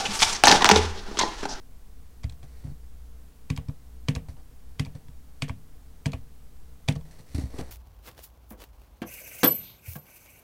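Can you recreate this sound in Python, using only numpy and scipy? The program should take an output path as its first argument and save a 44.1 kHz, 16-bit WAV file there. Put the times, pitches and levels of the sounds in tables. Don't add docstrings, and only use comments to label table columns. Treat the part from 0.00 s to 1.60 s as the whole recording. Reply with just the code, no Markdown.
import sys
import numpy as np
from scipy import signal
from scipy.fft import rfft, irfft
from scipy.io import wavfile

SR = 44100
rng = np.random.default_rng(int(sys.argv[2]) if len(sys.argv) > 2 else 0)


def put_to_file(sound):
    columns = np.atleast_2d(sound).T
    safe = np.clip(columns, -1, 1)
    whole_steps = np.round(safe * 32767)
    wavfile.write(sys.argv[1], SR, whole_steps.astype(np.int16))


def volts(x):
    e = np.asarray(x, float) / 20
    return 10 ** e


N = 70560

# f/Hz, level/dB, t60/s
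TUBE = [(682, -16.5, 0.12), (801.2, 3, 0.037), (847.6, -0.5, 0.061), (966.7, -5.5, 0.067),
        (1196, -10.5, 0.058), (1418, -6.5, 0.035), (1543, -8, 0.045), (1763, -9.5, 0.052)]
# f/Hz, level/dB per Hz
CARD = [(180, -43), (300, -4.5), (433, -13.5), (900, 8), (1060, 1), (1390, -0.5), (6000, -2), (10000, -18),
        (16000, -45)]


def rms_one(x):
    return x / np.sqrt(np.mean(x ** 2) + 1e-20)


def colour(x, points):
    hz = np.maximum(np.arange(2049) * SR / 4096, 1)
    p = np.array(points, float)
    level_db = np.interp(np.log(hz), np.log(p[:, 0]), p[:, 1], left=p[0, 1] - 20)
    cepstrum = irfft(np.log(volts(level_db)))
    cepstrum[1:2048] *= 2
    cepstrum[2049:] = 0
    h = irfft(np.exp(rfft(cepstrum)))
    return signal.fftconvolve(x, h / np.sqrt(np.sum(h ** 2)))[:len(x)]


def drift(rate_hz):
    r = np.exp(-2 * np.pi * rate_hz / SR)
    wander = signal.lfilter([1], [1, -2 * r, r * r], rng.standard_normal(N + SR))
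    return rms_one(wander[SR:])


def ring(drive, hz, t60):
    r, w = volts(-60 / (t60 * SR)), 2 * np.pi * hz / SR
    return signal.lfilter([0, np.sin(w)], [1, -2 * r * np.cos(w), r * r], drive + 1e-18)


def strike(times, levels_db, modes, spread_db, ratios=1):
    contact_s, thud_cut_hz = 0.0012, 129
    hz, db, t60 = np.transpose(modes)[:, :, None]
    t, out = np.arange(SR // 2) / SR, np.zeros(N + SR)
    luck = rng.standard_normal((len(times), len(modes), 1))
    signs = np.where(hz > 900, -1., 1.)
    contact = 1 - np.exp(-t / contact_s)
    for s, level_db, ratio, chance in zip(times, levels_db, ratios * np.ones(len(times)), luck):
        i = int(s * SR)
        heights = signs * volts(level_db + db + spread_db * chance - 60 * t / t60)
        rings = heights * np.sin(2 * np.pi * ratio * hz * t)
        out[i:i + len(t)] += np.sum(rings, axis=0) * contact
    return signal.sosfilt(signal.butter(4, thud_cut_hz, "high", fs=SR, output="sos"), out[:N])


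def hollow(rub):
    pulse = np.zeros(SR // 4)
    pulse[0] = 1
    h = sum(volts(db) * ring(pulse, hz, t60) for hz, db, t60 in TUBE)
    return signal.fftconvolve(rub, h / np.sqrt(np.sum(h ** 2)))[:N]


def fibres():
    snaps_per_s, spread_db = 6700, 1
    sizes = volts(spread_db * np.minimum(rng.exponential(1, N), 5)) * rng.choice([-1, 1], N)
    return rms_one(sizes * (rng.random(N) < snaps_per_s / SR))


def background():
    # f/Hz, level/dB per Hz
    room_tone = [(41, -29), (60, -7), (166, -24.5), (394, -6), (554, -15), (1650, -15), (2220, -22),
                 (5370, -21.5), (16000, -55)]
    room_db, wobble_db, preamp_db = -45, 1.5, -66
    whine_hz, whine_db = 10650, -73
    handling_hz, handling_db = 21.3, -37
    hiss = volts(room_db + wobble_db * drift(22)) * colour(rng.standard_normal(N), room_tone)
    hiss = hiss + volts(preamp_db) * rng.standard_normal(N)
    whine = volts(whine_db) * rms_one(ring(rng.standard_normal(N), whine_hz, 0.044))
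    band = signal.butter(1, [4, 70], "band", fs=SR, output="sos")
    hand = volts(handling_db) * rms_one(signal.sosfilt(band, drift(handling_hz)))
    return hiss + whine + hand + .0009


def room(x):
    t60_s, wall_cut_hz = 0.52, 6400
    paths_s = np.geomspace(.0131, .0373, 10)
    out, dull = np.zeros(N), np.exp(-2 * np.pi * wall_cut_hz / SR)
    for k, lag in enumerate((paths_s * SR).astype(int)):
        loop, gain, state = x.copy(), volts(-60 * lag / SR / t60_s), [0.]
        for i in range(lag, N, lag):
            back, state = signal.lfilter([gain * (1 - dull)], [1, -dull], loop[i - lag:i], zi=state)
            loop[i:i + lag] += back[:N - i]
        out += (loop - x) * (-1) ** k
    for lag in (71, 167, 241):
        a = np.zeros(lag + 1)
        a[0], a[-1] = 1, .6
        out = signal.lfilter(a[::-1], a, out)
    return out


def door():
    # t/s, low knock/dB, high knock/dB, boom/dB
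    bumps = [(0.085, -30.5, -57, -31.5), (.22, -40, -60, -27.5), (0.319, -36, -64, -61),
             (0.471, -43, -37, -28), (0.527, -33, -27, -31), (.7135, -15, -13.5, -12.5),
             (0.762, -36, -11.5, -15), (.79, -43, -25.5, -46), (0.844, -37.5, -28, -22),
             (.892, -50, -35, -60), (.975, -44.5, -39.5, -40), (1.08, -40.5, -50, -59),
             (1.249, -38, -35, -62)]
    # f/Hz, level/dB, t60/s
    low_modes = [(203.3, 1, 0.27), (282, -17, 0.14)]
    # f/Hz, level/dB, t60/s
    high_modes = [(400, -6, .12), (430, 0, .18), (466, -9, .08)]
    boom_hz, swell_s, boom_t60_s = 81.5, .035, 0.29
    s, low_db, high_db, boom_db = np.transpose(bumps)
    t = np.arange(N) / SR
    since = np.maximum(t - s[:, None], 0)
    swell = volts(boom_db[:, None] - 60 * since / boom_t60_s) * (1 - np.exp(-since / swell_s))
    boom = np.sum(swell, axis=0) * np.sin(2 * np.pi * boom_hz * t)
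    high = strike(s, high_db, high_modes, spread_db=2.0)
    return boom + strike(s, low_db, low_modes, spread_db=2.5) + high


def drag():
    # t/s, level/dB, tube ring re drag/dB
    strokes = [(0, -24.5, -1.5), (.05, -27.5, 4.5), (.095, -30.5, -2.5), (0.144, -20.5, -6.5),
               (0.186, -30, -6.5), (.25, -22, -8), (.29, -21.5, -4.5), (.375, -35.5, -25),
               (0.429, -45.5, -2), (0.502, -16.5, 6), (.6, -29, 3), (0.679, -33, 14.5), (0.782, -23.5, -2),
               (0.918, -41.5, -21), (1.05, -54, 7), (1.25, -36, 4.5), (1.4, -37, -6.5), (1.6, -65, 15)]
    # t/s, level/dB
    fur = [
        (0, -48),
        (.1, -43),
        (.15, -29),
        (.19, -33.5),
        (.225, -21),
        (.26, -32),
        (.33, -33),
        (.4, -55),
        (.6, -80),
    ]
    s, level_db, tube_db = np.transpose(strokes)
    t = np.arange(N) / SR
    grip = volts(np.interp(t, s, level_db) - 0.5 + 2.6 * drift(23.7))
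    rub = grip * (0.34 * fibres() + 0.46 * rng.standard_normal(N))
    airy = signal.butter(2, [5500, 9700], "band", fs=SR, output="sos")
    brush = volts(np.interp(t, *np.transpose(fur))) * signal.sosfilt(airy, fibres())
    return brush + colour(rub, CARD) + hollow(volts(np.interp(t, s, tube_db)) * rub)


def crunches():
    # t/s, level/dB, length/s, brightest f/Hz, tube ring re level/dB
    bursts = [(0.053, -26.5, 0.014, 2700, -5), (0.191, -27, 0.012, 4800, -12),
              (0.201, -25.5, 0.0039, 2780, -23), (0.2115, -26, 0.0077, 6400, -18),
              (0.219, -17.5, 0.0051, 3370, -5), (0.2243, -17, 0.0086, 3280, -14.5),
              (0.2253, -18, 0.0067, 6250, -17.5), (.245, -23, 0.0049, 5600, -10),
              (0.325, -26, 0.0096, 7400, -8.5), (0.348, -30, 0.019, 5500, -28),
              (0.4403, -18.5, 0.0087, 3630, 1), (0.452, -16.5, 0.0029, 3400, -11),
              (0.4543, -14, 0.0021, 7500, -3), (0.473, -18, 0.0038, 5060, -5.5),
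              (0.4821, -11, 0.0022, 3960, -0.5), (0.487, -20.5, 0.012, 4860, -9),
              (0.5135, -9.5, 0.0015, 4440, -14), (0.525, -18, 0.0046, 4240, -19),
              (0.553, -26, 0.016, 3470, -33), (0.62, -18.5, 0.0028, 3000, -13),
              (0.648, -22.5, 0.009, 2500, -3.5), (0.656, -21, 0.0069, 3460, -9),
              (0.662, -23, 0.0027, 5470, -3), (0.6907, -26, .0012, 4100, -8),
              (0.694, -26, 0.006, 2950, -19), (0.7, -19.5, 0.0033, 5000, -13),
              (0.7124, -12.5, 0.0013, 5500, -29), (0.715, -18, 0.0035, 2840, -24),
              (0.759, -17, 0.0028, 3500, -10), (0.973, -42.5, 0.026, 3800, -6.5),
              (1.171, -28, 0.00097, 3266, -30), (1.178, -35, .012, 3800, -25),
              (1.1889, -18.5, 0.0031, 6700, -6), (1.193, -23, 0.0086, 3240, -12),
              (1.21, -27, 0.021, 3900, -3), (1.24, -38.5, 0.012, 5100, -16),
              (1.324, -48.5, 0.025, 2950, -1), (1.43, -34, 0.01, 1350, -18),
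              (1.488, -37.5, 0.051, 5450, -1.5), (1.4533, -27, 0.0023, 1140, -8.5),
              (1.552, -43, 0.0048, 1500, -8)]
    rise_s, fall_db_per_s = 0.00047, 1800
    lift_db, width_oct = 11, .55
    t, out, shake, grit = np.arange(N) / SR, np.zeros(N), np.zeros(N), fibres()
    grid_hz, card = np.geomspace(200, 16000, 32), np.array(CARD)
    card_db = np.interp(np.log(grid_hz), np.log(card[:, 0]), card[:, 1])
    for s, db, length, hz, tube_db in bursts:
        fall_db = np.clip(t - s - length, 0, 1) * fall_db_per_s
        shape = np.clip((t - s) / rise_s, 0, 1) * volts(db - fall_db)
        i, j = int(s * SR), min(N, int((s + length + 0.068) * SR))
        burst = (shape * grit)[i:j]
        tint_db = card_db + lift_db * np.exp(-(np.log2(grid_hz / hz) / width_oct) ** 2)
        out[i:j] += colour(burst, np.transpose([grid_hz, tint_db]))
        shake[i:j] += volts(tube_db) * burst
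    return out + hollow(shake)


def blows():
    # t/s, crack peak/dB, tube ring/dB, soft body thud/dB, pitch ratio of the bent tube
    hits = [(0.221, -9.5, -23.5, -53, 0.93), (0.4375, 7, -11.5, -21.5, 0.94), (.456, -29, -17, -16, 0.88),
            (0.4711, 2, -8, -12, 1.004), (0.4778, -1.5, -14.5, -27, 0.82), (0.482, -1, -24, -17, 0.97),
            (.489, -23, -20.5, -30, 1.2), (0.497, -5, -22, -22, 1.01), (.506, -19, -12.5, -25, 1.05),
            (0.5145, -1, -26, -16.5, 1.1), (0.5245, -2.5, -18.5, -13, 1.1), (.54, -36, -26, -28, .95),
            (.56, -9, -31, -38, 0.97), (0.609, -23, -22, -31, 1.2), (0.6213, -12, -15.5, -24, 1.08),
            (0.645, 4, -16.5, -14, 1.13), (.656, -3.5, -19.5, -28, 1.0), (0.6908, 4.5, -22, -36, 1.0),
            (.697, -9, -12, -12.5, 1.02), (0.7131, -1, -17.5, -18, 1.0), (0.7602, -12.5, -20, -13.5, 1.22),
            (1.083, -54, -44, -38, 1.12), (1.1123, -36.5, -49, -27, 0.7), (1.171, -45, -40, -20.5, 1.5),
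            (1.1904, -12.5, -25.5, -37, 1.28), (1.2022, -35, -23, -35, 1.13), (1.211, -37, -17.5, -22, 1.2),
            (1.2333, -43, -21, -15, 1.08), (1.4285, -37, -32, -22, 0.77), (1.4535, -37, -28, -21.5, 1.01)]
    # f/Hz, level/dB per Hz
    crack_colour = [(500, -23), (1200, 7.5), (3000, 3.5), (6000, 2.5), (9000, -13.5), (12000, -28),
                    (16500, -43)]
    # f/Hz, level/dB, t60/s
    body_modes = [(224, -23.5, 0.11), (277, -5.5, 0.047), (337.4, -7, 0.077), (399, -6, 0.046),
                  (491, -11, 0.023)]
    needle_db, crack_t60_s, thud_delay_s = 6, 0.0028, 0.0019
    s, crack_db, tube_db, thud_db, ratio = np.transpose(hits)
    t = np.arange(600) / SR
    spray, cracks = rng.standard_normal((len(s), len(t))), np.zeros(N + len(t))
    spray[:, 0] = volts(needle_db)
    for k, i in enumerate((s * SR).astype(int)):
        cracks[i:i + len(t)] += volts(crack_db[k] - 60 * t / crack_t60_s) * spray[k]
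    crack = colour(cracks[:N], crack_colour)
    tube = strike(s, tube_db, TUBE, spread_db=3.5, ratios=ratio)
    thud = strike(s + thud_delay_s, thud_db, body_modes, spread_db=4.0)
    return crack + tube + thud


def scene():
    play, knocks = blows() + crunches() + drag(), door()
    echo = volts(-20.5) * room(play + volts(-8) * knocks)
    return (play + knocks + echo + background())[None]


def low_pass(x):
    return signal.sosfilt(signal.butter(12, 16550, fs=SR, output="sos"), x)


def record(dry):
    clip_top, cutoff_hz = 1.0, 16500
    x = dry / (1 + np.abs(dry / clip_top) ** 8) ** (1 / 8)
    x = signal.sosfilt(signal.cheby2(10, 25, cutoff_hz, fs=SR, output="sos"), x)
    return low_pass(np.clip(x, -1, 1))


dry = scene()
out = record(dry)
put_to_file(out)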